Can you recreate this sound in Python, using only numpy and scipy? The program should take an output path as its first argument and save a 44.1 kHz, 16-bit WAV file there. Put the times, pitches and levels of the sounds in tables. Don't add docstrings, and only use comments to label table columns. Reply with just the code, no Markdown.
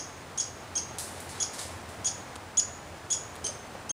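import sys
import numpy as np
from scipy import signal
from scipy.fft import rfft, irfft, next_fast_len
from scipy.io import wavfile
from scipy.ndimage import map_coordinates

SR = 44100
rng = np.random.default_rng(int(sys.argv[2]) if len(sys.argv) > 2 else 0)


def inscribe(sig):
    pcm = np.round(np.clip(np.atleast_2d(sig).T, -1, 1) * 32767)
    wavfile.write(sys.argv[1], SR, pcm.astype(np.int16))


N = 176400


def amp(db):
    return 10 ** (np.asarray(db) / 20)


def unit(x):
    return x / np.sqrt(np.mean(x ** 2) + 1e-20)


def db_at(spectrum, hz):
    freqs, levels = np.transpose(spectrum)
    return np.interp(np.log(hz + 1), np.log(freqs + 1), levels)


def curve(rows):
    return np.interp(np.arange(N) / SR, *np.transpose(rows))


def wobble(rate):
    return map_coordinates(rng.standard_normal(8192), [np.arange(N) * rate / SR], mode="wrap")


def filtered(x, response):
    size = next_fast_len(N + 8192)
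    return irfft(rfft(x, size) * response(np.fft.rfftfreq(size, 1 / SR)), size)[:N]


def noise(spectrum):
    return unit(filtered(rng.standard_normal(N), lambda hz: amp(db_at(spectrum, hz))))


def add(track, start, sound):
    i = round(start * SR)
    part = sound[max(-i, 0):max(N - i, 0)]
    track[max(i, 0):][:len(part)] += part


def burst(start, rise, t60):
    t, out = np.arange(int((rise + t60) * SR)) / SR, np.zeros(N)
    add(out, start, np.minimum(t / rise, 1) * amp(-60 * np.maximum(t - rise, 0) / t60))
    return out


# frequency in Hz, relative level in dB.
RUMBLE_SPECTRUM = [(30, -41), (66, -23), (83, -0.5), (100, -10.5), (135, -23.5), (300, -63)]
# time in seconds, relative level in dB.
RUMBLE_SWELL = [(0, -58), (.7, -53), (1.2, -52), (2.2, -51.5), (2.8, -53), (3.9, -57)]


def distant_rumble():
    return noise(RUMBLE_SPECTRUM) * amp(curve(RUMBLE_SWELL) - 0.5)


# frequency in Hz, relative level in dB.
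WIND_SPECTRUM = [(20, -25), (35, -15.5), (55, -9.5), (110, -2.5), (170, -6.5), (300, -7), (550, -7),
                 (760, -5.5), (1100, -9), (1800, -12.5), (3000, -19.5), (4500, -23), (6400, -24.5),
                 (9500, -27.5), (11800, -37.5), (14300, -35.5), (15500, -34.5)]
# time in seconds, relative level in dB.
WIND_STRENGTH = [(0.0, -46), (0.45, -46), (1.03, -44.5), (2.23, -44.5), (2.55, -46.5), (2.9, -46),
                 (3.32, -45.5), (3.7, -45)]


def wind():
    air = noise(WIND_SPECTRUM)
    gust_db, flutter_db = .12 * wobble(4.69), .35 * wobble(40)
    return air * amp(curve(WIND_STRENGTH) + 1.4 + gust_db + flutter_db)


# frequency in Hz, relative level in dB.
THUD_SPECTRUM = [(60, -21), (150, -16), (700, -12), (1500, -27), (5000, -40), (15000, -58)]
# start in seconds, resonance in Hz, level in dB, t60 in seconds.
KNOCKS = [(3.441, 430, -42.5, 0.19), (3.49, 600, -42, 0.18), (3.745, 800, -36, 0.069),
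          (3.749, 520, -39, .05)]


def wood_knocks(width_hz=46, ring_db=5):
    out = np.zeros(N)
    for start, ring_hz, db, t60 in KNOCKS:
        ring = lambda hz: amp(ring_db) / (1 + ((hz - ring_hz) / width_hz) ** 2)
        colour = lambda hz: amp(db_at(THUD_SPECTRUM, hz)) + ring(hz)
        knock = unit(filtered(rng.standard_normal(N), colour))
        out += amp(db) * knock * burst(start, rise=.0042, t60=t60)
    return out


# frequency in Hz, relative level in dB.
CRACKLE_SPECTRUM = [(1200, -6), (2000, -5.5), (2800, -7.5), (4000, -2.5), (6000, -3), (9000, -0.5),
                    (11400, -7), (12400, -21), (14300, -15), (15500, -19)]


def crackle(tilt_db, low_hz=2200):
    def colour(hz):
        low_cut = hz ** 2 / (hz ** 2 + low_hz ** 2)
        return amp(db_at(CRACKLE_SPECTRUM, hz) + tilt_db * np.log2((hz + 1) / low_hz)) * low_cut
    return unit(filtered(rng.standard_normal(N), colour))


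# start, rise and t60 in seconds, level in dB, tilt in dB per octave.
LEAF_SWISHES = [(1.08, 0.11, .9, -51, -4.5), (1.3, 0.071, 0.98, -46, -8.5),
                (1.579, .006, 0.33, -37.5, -3.5), (1.6, 0.024, 0.51, -45.5, -4)]


def leaf_swishes():
    return sum(amp(db) * crackle(tilt) * burst(start, rise, t60)
               for start, rise, t60, db, tilt in LEAF_SWISHES)


# start in seconds, crack and echo levels in dB, tilt in dB per octave.
TWIG_SNAPS = [(0.9845, -26, -35.5, 1), (1.203, -35, -49, 8.5), (1.292, -40, -45, -1.5),
              (1.5329, -43, -42.5, -1.5), (1.591, -40, -40.5, -2.5), (1.8881, -49, -54, 3)]


def twig_snaps():
    out = np.zeros(N)
    for start, db, echo_db, tilt in TWIG_SNAPS:
        crack = amp(db) * burst(start, rise=.00042, t60=.012)
        echo = amp(echo_db) * burst(start, rise=.004, t60=.61)
        out += crackle(tilt) * (crack + echo)
    return out


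# start in seconds, level in dB, tilt in dB per octave.
TWIG_TICKS = [(2.3564, -31, -4.5), (2.361, -33, -7), (2.3642, -44, -2.5), (3.3545, -37, 0),
              (3.3625, -38.5, -1)]


def twig_ticks():
    return sum(amp(db) * crackle(tilt, low_hz=1100) * burst(start, rise=.001, t60=.0058)
               for start, db, tilt in TWIG_TICKS)


def forest_echo(call, near_t60=.18, far_t60=.67, far_db=-12.5, onset_s=.0021):
    t = np.arange(SR * 3 // 4) / SR
    fade = amp(-60 * t / near_t60) + amp(far_db - 60 * t / far_t60)
    scatter = rng.standard_normal(len(t)) * fade * (1 - np.exp(-t / onset_s))
    echo = signal.fftconvolve(call, scatter)
    return echo * np.linalg.norm(call) / np.linalg.norm(echo)


# frequency in Hz, gain in dB.
THROAT_RESPONSE = [(1500, -14), (2600, -9.5), (3300, 0.5), (4200, -6.5), (5500, -4.5), (6500, -0.5),
                   (9300, -2), (10400, -9), (12000, -24), (15000, -21)]


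def harmonic(k, pitch_hz, db):
    phase = 2 * np.pi * np.cumsum(pitch_hz) / SR
    return np.sqrt(2) * amp(db + db_at(THROAT_RESPONSE, k * pitch_hz)) * np.sin(k * phase)


def pitch_arch(u):
    arch = .0702 * (u - .092) ** 2
    sweep = np.where(u < 0, .404 * abs(u) ** 9.09, .364 * abs(u) ** 6.2)
    return 1 - arch - sweep


# multiple of the fundamental, relative level in dB.
WEAK_HARMONICS = [(1, -17.5), (3, -13), (4, -21.5)]
# frequency in Hz, relative level in dB.
RASP_SPECTRUM = [(1500, -26), (3000, -4.5), (5500, -2.5), (9500, -1.5), (11500, -20.5), (16000, -30)]
# start and length in seconds, top of the fundamental in Hz,
# then direct gain, echo gain, the second harmonic's gain in the sweeps and harshness, all in dB.
ALARM_CHIPS = [(-.05, 0.027, 3354, -27, -30.5, 3, -2), (0.3745, 0.033, 3366, -31, -29, 3.5, 0.5),
               (0.7526, .029, 3286, -27.5, -29, 0.5, -1.5), (1.4, .031, 3412, -31.5, -31.5, 6, 4),
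               (2.044, 0.031, 3407, -30, -26.5, 1, 0.5), (2.57, 0.032, 3454, -19.5, -24.5, -4, -4.5),
               (3.101, .030, 3453, -28, -25, -3.5, 0.5), (3.441, .030, 3196, -29, -30, -5, 2),
               (3.892, 0.0308, 3240, -31.5, -35.5, 2, 1)]
RASP_DB, RASP_SWEEP_DB, WEAK_SWEEP_DB, PLUNGE_DB = -21, 14.5, 3, 4
ATTACK_S, RELEASE_S, SWELL_DB = .0023, .0011, 1.5
TRUNK_DB, TRUNK_SPREAD_S = -14.5, .012


def alarm_chips():
    out, rasp = np.zeros(N), noise(RASP_SPECTRUM)
    jitter = 1 + .006 * wobble(rate=900)
    for start, length, top_hz, db, echo_db, sweep_db, harsh_db in ALARM_CHIPS:
        t = np.arange(int(length * SR)) / SR
        here = np.arange(len(t)) + int(abs(start) * SR)
        u = 2 * t / length - 1
        pitch_hz = top_hz * pitch_arch(u) * jitter[here]
        whistle = harmonic(2, pitch_hz, sweep_db * u ** 2 + PLUNGE_DB * u ** 3)
        edge = sum(harmonic(k, pitch_hz, level + WEAK_SWEEP_DB * u ** 2) for k, level in WEAK_HARMONICS)
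        grit = amp(RASP_DB + RASP_SWEEP_DB * u ** 2) * rasp[here]
        gate = np.clip(t / ATTACK_S, 0, 1) * np.clip((length - t) / RELEASE_S, 0, 1)
        call = gate * amp(SWELL_DB * u / 2) * (whistle + amp(harsh_db) * (edge + grit))
        add(out, start, amp(db) * call)
        for delay in rng.uniform(0, TRUNK_SPREAD_S, size=4):
            add(out, start + delay, amp(echo_db + TRUNK_DB) * call)
        add(out, start, amp(echo_db) * forest_echo(call))
    return out


def scene():
    chips = alarm_chips()
    snaps, ticks, leaves, knocks = twig_snaps(), twig_ticks(), leaf_swishes(), wood_knocks()
    grain = unit(amp(1.1 * wobble(rate=600)))
    centre = chips + (snaps + leaves) * grain + ticks + knocks + wind() + distant_rumble()
    return np.array([centre, centre])


# frequency in Hz, relative level in dB.
HISS_SPECTRUM = [(20, -21.5), (100, 2), (250, 8), (600, 6), (1200, -20.5), (3000, 0.5), (5000, 2),
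                 (9500, 0), (11800, -14.5), (14500, -1), (15600, -5.5)]
HISS_DB, STOP_S = -63.5, 3.912
NOTCH_HZ, NOTCH_WIDTH_HZ, NOTCH_DB, TOP_HZ = 12750, 360, -26, 15600


def record(dry):
    def microphone(hz):
        notch_db = NOTCH_DB * np.exp(-((hz - NOTCH_HZ) / NOTCH_WIDTH_HZ) ** 2)
        return amp(notch_db) * (hz < TOP_HZ)
    fade_out = np.clip((STOP_S - np.arange(N) / SR) / .005 + 1, 0, 1)
    hissy = [channel + amp(HISS_DB) * noise(HISS_SPECTRUM) for channel in dry]
    return np.array([filtered(channel * fade_out, microphone) for channel in hissy])


dry = scene()
out = record(dry)
inscribe(out)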